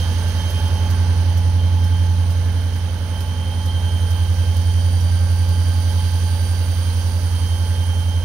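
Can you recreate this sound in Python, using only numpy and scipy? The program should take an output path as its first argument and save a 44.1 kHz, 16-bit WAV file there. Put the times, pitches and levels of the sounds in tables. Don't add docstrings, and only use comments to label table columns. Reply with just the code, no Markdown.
import sys
import numpy as np
from scipy import signal
from scipy.fft import rfft, irfft
from scipy.io import wavfile

SR = 44100
rng = np.random.default_rng(int(sys.argv[2]) if len(sys.argv) > 2 else 0)


def transcribe(signal):
    frames = np.atleast_2d(signal).T
    limited = np.clip(frames, -1, 1)
    pcm = np.round(limited * 32767).astype(np.int16)
    wavfile.write(sys.argv[1], SR, pcm)


def how_loud(loudness_db):
    steps = np.asarray(loudness_db, float) / 20
    return 10 ** steps


N = 363384
TIME = np.arange(N) / SR
HZ = np.fft.rfftfreq(N, 1 / SR) + 1e-3

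# (time [s], turns completed [turns])
CRANK_TURNS = [(0.0, -0.036), (1.0, 10.875), (2.5, 27.221), (4.0, 43.594), (5.0, 54.482), (8.24, 89.741)]
# (time [s], firing level [dB], weak-pair level [dB])
EXHAUST_LEVELS = [(0.0, -18.5, -33), (0.5, -20.5, -29), (0.75, -18.5, -25.5), (1.0, -16, -27.5),
                  (2.0, -15.5, -30.5), (2.5, -18, -33), (3.0, -23, -33.5), (3.3, -22.5, -33.5),
                  (4.0, -18, -28.5), (4.5, -17, -26.5), (4.8, -15.8, -30), (5.5, -16, -29.5),
                  (6.1, -17.8, -31), (7.0, -19, -28.5), (8.24, -18.5, -29.5)]
# (multiple of crank speed [x], level [dB])
FIRING_HARMONICS = [(8, 0.5), (16, -27.5), (24, -55), (48, -47)]
# (multiple of crank speed [x], level [dB])
WEAK_PAIR_HARMONICS = [(4, -24), (5, -12), (6, -6), (7, 0), (9, -6), (10, -12), (11, -20), (13, -27),
                       (14, -19), (15, -17), (17, -25), (18.5, -17), (20, -27), (21.5, -20), (30, -31)]
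# (time [s], pitch [Hz])
BLOWER_PITCH = [(0.0, 3145.4), (2.0, 3145.7), (3.0, 3146.9), (4.0, 3144.4), (5.8, 3139.8), (6.9, 3141.5),
                (7.6, 3139.0), (8.24, 3138.5)]
# (pitch [Hz], left level [dB], right level [dB])
GEAR_MESHES = [(893, -57, -50), (1098, -64, -56), (1232, -67, -59), (1722, -64, -56), (2165, -67, -60),
               (2949, -74, -59), (6042, -69, -57), (6289, -64, -53), (7861, -76, -73)]
# (frequency [Hz], left density [dB per Hz], right density [dB per Hz])
RUMBLE_COLOUR = [(25, -79, -80), (40, -67, -62), (60, -59, -54.5), (82, -55, -55), (101, -66.5, -59.5),
                 (138, -59, -66), (182, -69.5, -59.5), (272, -69.5, -66), (323, -81, -69.5),
                 (453, -71, -65), (662, -72.5, -67), (732, -87, -74), (814, -71.5, -65), (1050, -77, -72)]
# (frequency [Hz], left density [dB per Hz], right density [dB per Hz])
ROAR_COLOUR = [(1018, -80.5, -73), (1740, -83, -72), (2240, -87.5, -76), (3080, -82.5, -72.5),
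               (3700, -87.5, -73.5), (4700, -89.5, -75.5), (5660, -86.5, -75.5), (6100, -92, -75),
               (7700, -90, -95), (8470, -108.5, -85), (9850, -90, -80.5), (10920, -116, -78.5),
               (12100, -104.5, -89.5), (15000, -97.5, -83)]
# (frequency [Hz], correlation [0..1])
STEREO_LIKENESS = [(60, 0.87), (300, 0.86), (700, 0.99), (1400, 0.68), (3100, 0.14), (6800, 0.27),
                   (9200, 0.24), (15000, 0.2)]
# (time [s], gain [dB])
INTAKE_FACING = [(0.0, 1), (1.45, -1.5), (1.95, -0.4), (3.55, -0.5), (4.2, 3), (4.7, 2.4), (6.2, 5),
                 (7.1, 4.5), (7.75, 4), (8.24, 0.3)]
# (share of alongside gain [x], share of intake gain [x], loss [dB/s])
AIR_SWELLS = [
    (1, 0.067, 0.056),
    (0.9, 0.5, 0.22),
    (0.87, 1.07, 0.05),
    (0.45, 1.06, -0.1),
]
# (time [s], depth [dB], half length [s])
BLOWER_DIPS = [(0.17, -6, 0.11), (1.25, -10, 0.39), (2.4, -8, 0.62), (3.05, -4.5, 0.35), (4.4, -3.5, 0.32),
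               (5.3, -11, 0.43), (6.7, -8, 0.71), (7.15, -11, 0.13)]
# (time [s], depth [dB], half length [s])
GEAR_DIPS = [(0.1, -2, 0.29), (2.65, -8, 0.51), (4.4, -3, .4), (5.07, -6, .2), (6.95, -9, .4)]
# (time [s], depth [dB], half length [s])
DRIVE_DIPS = [(0.25, -2, .12), (1.45, -3, 0.55), (2.2, -9, 0.48), (3.62, -7, .15), (4.65, -6, 0.45),
              (5.95, -9, 0.22), (6.8, -7.5, 0.59), (7.2, -12, .15), (8.05, -23, .35)]
# (time [s], depth [dB], half length [s])
ROTOR_DIPS = [(1.5, -9, 0.32), (2.45, -3, .3), (3.5, -6.5, 0.22), (4.8, -7, .2), (7.399, -4, .2),
              (8.1, -5, .25)]
# (time [s], peak level [dB])
VALVE_SPITS = [(0.2838, -41), (0.5023, -34.5), (0.9018, -37), (1.3718, -37), (1.8397, -40), (2.3062, -39),
               (2.7606, -43), (3.2041, -38), (3.6556, -39), (4.1046, -36), (4.564, -38), (5.007, -38),
               (5.4864, -40), (5.9155, -39), (7.0714, -40), (8.0057, -42)]
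# (frequency [Hz], level [dB])
JET_COLOUR = [(1500, -20), (3000, -8), (5500, 1), (8000, -7), (10500, -2), (12500, 0), (15000, -7)]
# (time [s], pitch [Hz], peak level [dB])
SEAT_SQUEAKS = [
    (1.3718, 5800, -42),
    (1.8417, 5350, -41),
    (3.6556, 5600, -45),
    (5.007, 5650, -38),
    (5.9155, 5600, -48),
]


def curves(table):
    s, *columns = np.transpose(table)
    return [np.interp(TIME, s, column) for column in columns]


def over_hz(table):
    hz, *columns = np.transpose(table)
    return np.array([np.interp(np.log(HZ), np.log(hz), column) for column in columns])


def pan(db):
    return 2 * np.array([[how_loud(db)], [1]]) / (1 + how_loud(db))


def walk(rate):
    levels = rng.standard_normal(int(TIME[-1] * rate) + 2)
    coarse = TIME[::32]
    k, part = np.divmod(coarse * rate, 1)
    k = k.astype(int)
    ramp = part ** 2 * (3 - 2 * part)
    drift = levels[k] + ramp * (levels[k + 1] - levels[k])
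    return 1.15 * np.interp(TIME, coarse, drift)


def step(at_s, rise_s):
    return .5 + .5 * np.tanh((TIME - at_s) / rise_s / 2)


def abreast():
    return 3 * (1 - step(at_s=1.34, rise_s=.14))


def fading(db, loss_db_s, nulls):
    dips = sum(depth * np.exp(-((TIME - s) / half_s) ** 2) for s, depth, half_s in nulls)
    return db - loss_db_s * TIME + dips


def stereo_noise():
    mid, side = rfft(rng.standard_normal((2, N)))
    likeness = np.clip(over_hz(STEREO_LIKENESS)[0], 0, 1)
    shared = np.sqrt((1 + likeness) / 2) * mid
    return shared + np.sqrt((1 - likeness) / 2) * side * np.array([[1], [-1]])


def band(spectrum, lo_hz, hi_hz):
    place = np.log(HZ / lo_hz) / np.log(hi_hz / lo_hz)
    return irfft(spectrum * np.sin(np.pi * np.clip(place, 0, 1)), N)


def tone(hz, fade_db, wobble):
    cycle = 2 * np.pi * np.cumsum(hz) / SR + wobble * walk(25)
    flutter = how_loud(fade_db * walk(4)) * (1 + wobble * walk(30)) / np.sqrt(1 + wobble ** 2)
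    left = how_loud(1.8 * walk(3)) * np.sin(cycle - .4 + .6 * walk(2))
    return np.array([left, np.sin(cycle)]) * flutter * np.sqrt(2)


def exhaust(crank):
    firing_db, weak_db = curves(EXHAUST_LEVELS)
    even = sum(how_loud(db) * np.cos(k * crank) for k, db in FIRING_HARMONICS)
    multiples, levels_db = np.transpose(WEAK_PAIR_HARMONICS)
    receding_db = -27.5 - .6 * TIME
    weak = 0
    for n in range(4, 31):
        if n < 12:
            smear = .1 * (n - 8) ** 2 + np.pi * (n > 9)
        else:
            smear = 2 * np.pi * rng.random()
        if n % 8 == 0:
            continue
        waver_db = .7 * abs(n - 8) ** .5 * walk(3)
        heard_db = weak_db if abs(n - 8) < 2 else receding_db
        level_db = np.interp(n, multiples, levels_db) + heard_db + waver_db
        weak = weak - how_loud(level_db) * np.cos(n * (crank - np.pi) + smear)
    return pan(-3.6) * np.sqrt(2) * (how_loud(firing_db) * even + weak)


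def gear_labour(crank):
    return np.cos(crank - 2) + .6 * np.cos(2 * crank + 1.6)


def blower_whine(hz, crank):
    level_db = fading(-39.5, .13, BLOWER_DIPS) + 1.2 + .8 * gear_labour(crank)
    return pan(-4.5) * how_loud(level_db) * tone(hz, fade_db=.4, wobble=.28)


def beamed_overtone(hz):
    beam = step(at_s=4.3, rise_s=.37) * (1 - step(at_s=7.8, rise_s=.28))
    level_db = -59.5 + 2.4 * abreast() + 12.5 * beam + .5
    return pan(-12) * how_loud(level_db) * tone(1.4992 * hz, fade_db=.3, wobble=.13)


def drive_whine(hz):
    level_db = fading(-51, -.6, DRIVE_DIPS)
    return pan(-9) * how_loud(level_db) * tone(.9783 * hz, fade_db=1.2, wobble=.4)


def gear_whine(crank):
    hz = 79 * np.gradient(crank) * SR / (2 * np.pi)
    level_db = fading(-42.5, .72, GEAR_DIPS) + .5 + 2.5 * gear_labour(crank)
    return pan(-6.5) * how_loud(level_db) * tone(hz, fade_db=.4, wobble=.2)


def rotor_tone(hz):
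    return pan(-9) * how_loud(fading(-50.5, 0, ROTOR_DIPS)) * tone(hz / 2, fade_db=.8, wobble=.3)


def gear_meshes(hz):
    out = 0
    for mesh_hz, *port_db in GEAR_MESHES:
        level_db = np.array(port_db)[:, None] - 1.4 + 1.6 * abreast()
        out = out + how_loud(level_db) * tone(mesh_hz * hz / np.mean(hz), fade_db=1.6, wobble=.3)
    return out


def air_swells():
    facing_db = curves(INTAKE_FACING)[0]
    swells = []
    for alongside, intake, loss_db_s in AIR_SWELLS:
        swell = alongside * abreast() + intake * facing_db - loss_db_s * TIME
        swells.append(swell - np.mean(swell))
    return swells


def puffing(crank):
    return -.4 * np.cos(8 * crank)


def roar_and_case(crank, swells):
    colour = np.where(HZ < ROAR_COLOUR[0][0], over_hz(RUMBLE_COLOUR), over_hz(ROAR_COLOUR))
    noise = stereo_noise() * how_loud(colour) * np.sqrt(SR / 2)
    out = 0
    for hz in 20 * 2 ** np.arange(0, 10, .5):
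        swell = swells[int(hz > 2000) + int(hz > 7000)]
        flicker_db = .4 * walk(1.5) + .5 * walk(8)
        air = band(noise, hz / np.sqrt(2), hz * np.sqrt(2))
        out = out + how_loud(swell + puffing(crank) + flicker_db) * air
    case_ring = band(noise, 730, 876)
    out += .26 * how_loud(swells[0]) * np.cos(crank - 2.3) * case_ring
    return how_loud(-1.52) * out


def intake_whistle(crank, swell):
    whistle_hz, width_hz = 9220, 240
    resonance = 1 / (1 + ((HZ - whistle_hz) / width_hz) ** 2)
    whistle = irfft(stereo_noise() * resonance, N)
    turbulence = how_loud(swell + puffing(crank) + .4 * walk(10) + 1.5 * walk(60))
    return pan(-5.5) * how_loud(-46.5) * turbulence * whistle / whistle.std()


def valve_spits():
    gate = np.zeros((2, N))
    age = TIME[:SR // 8]
    burst = (1 - np.exp(-age / .002)) * np.exp(-age / .015)
    for s, db in VALVE_SPITS:
        start = int((s - .002) * SR)
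        gate[:, start:start + len(age)] = pan(-7.5 - s) * how_loud(db - .6 * s) * burst
    jet = irfft(stereo_noise() * how_loud(over_hz(JET_COLOUR)), N)
    return gate * how_loud(2 * walk(400) + 3) * jet / jet.std()


def valve_squeaks():
    half_s, sag = .0066, 1.2
    out = 0
    for s, hz, db in SEAT_SQUEAKS:
        age = TIME - s - half_s
        swell = how_loud(db) * np.exp(-(age / half_s) ** 2)
        out = out + swell * np.sin(2 * np.pi * hz * age * (1 - sag * age / 2))
    return pan(-11) * out


def scene():
    crank = 2 * np.pi * curves(CRANK_TURNS)[0]
    blower_hz = curves(BLOWER_PITCH)[0]
    swells = air_swells()
    out = exhaust(crank)
    out += blower_whine(blower_hz, crank) + beamed_overtone(blower_hz) + drive_whine(blower_hz)
    out += gear_whine(crank) + rotor_tone(blower_hz) + gear_meshes(blower_hz)
    out += roar_and_case(crank, swells) + intake_whistle(crank, swells[3])
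    return out + valve_spits() + valve_squeaks()


def top_cut(x):
    return signal.sosfilt(signal.butter(12, 16590, fs=SR, output="sos"), x)


def record(dry):
    lag = .35 / (1 + (HZ / 300) ** 2)
    top_hz = 15740
    capsules = np.array([np.exp(-1j * lag), np.ones(len(HZ))]) * (HZ < top_hz)
    mix = irfft(rfft(dry) * capsules, N)
    return top_cut(mix)


dry = scene()
out = record(dry)
transcribe(out)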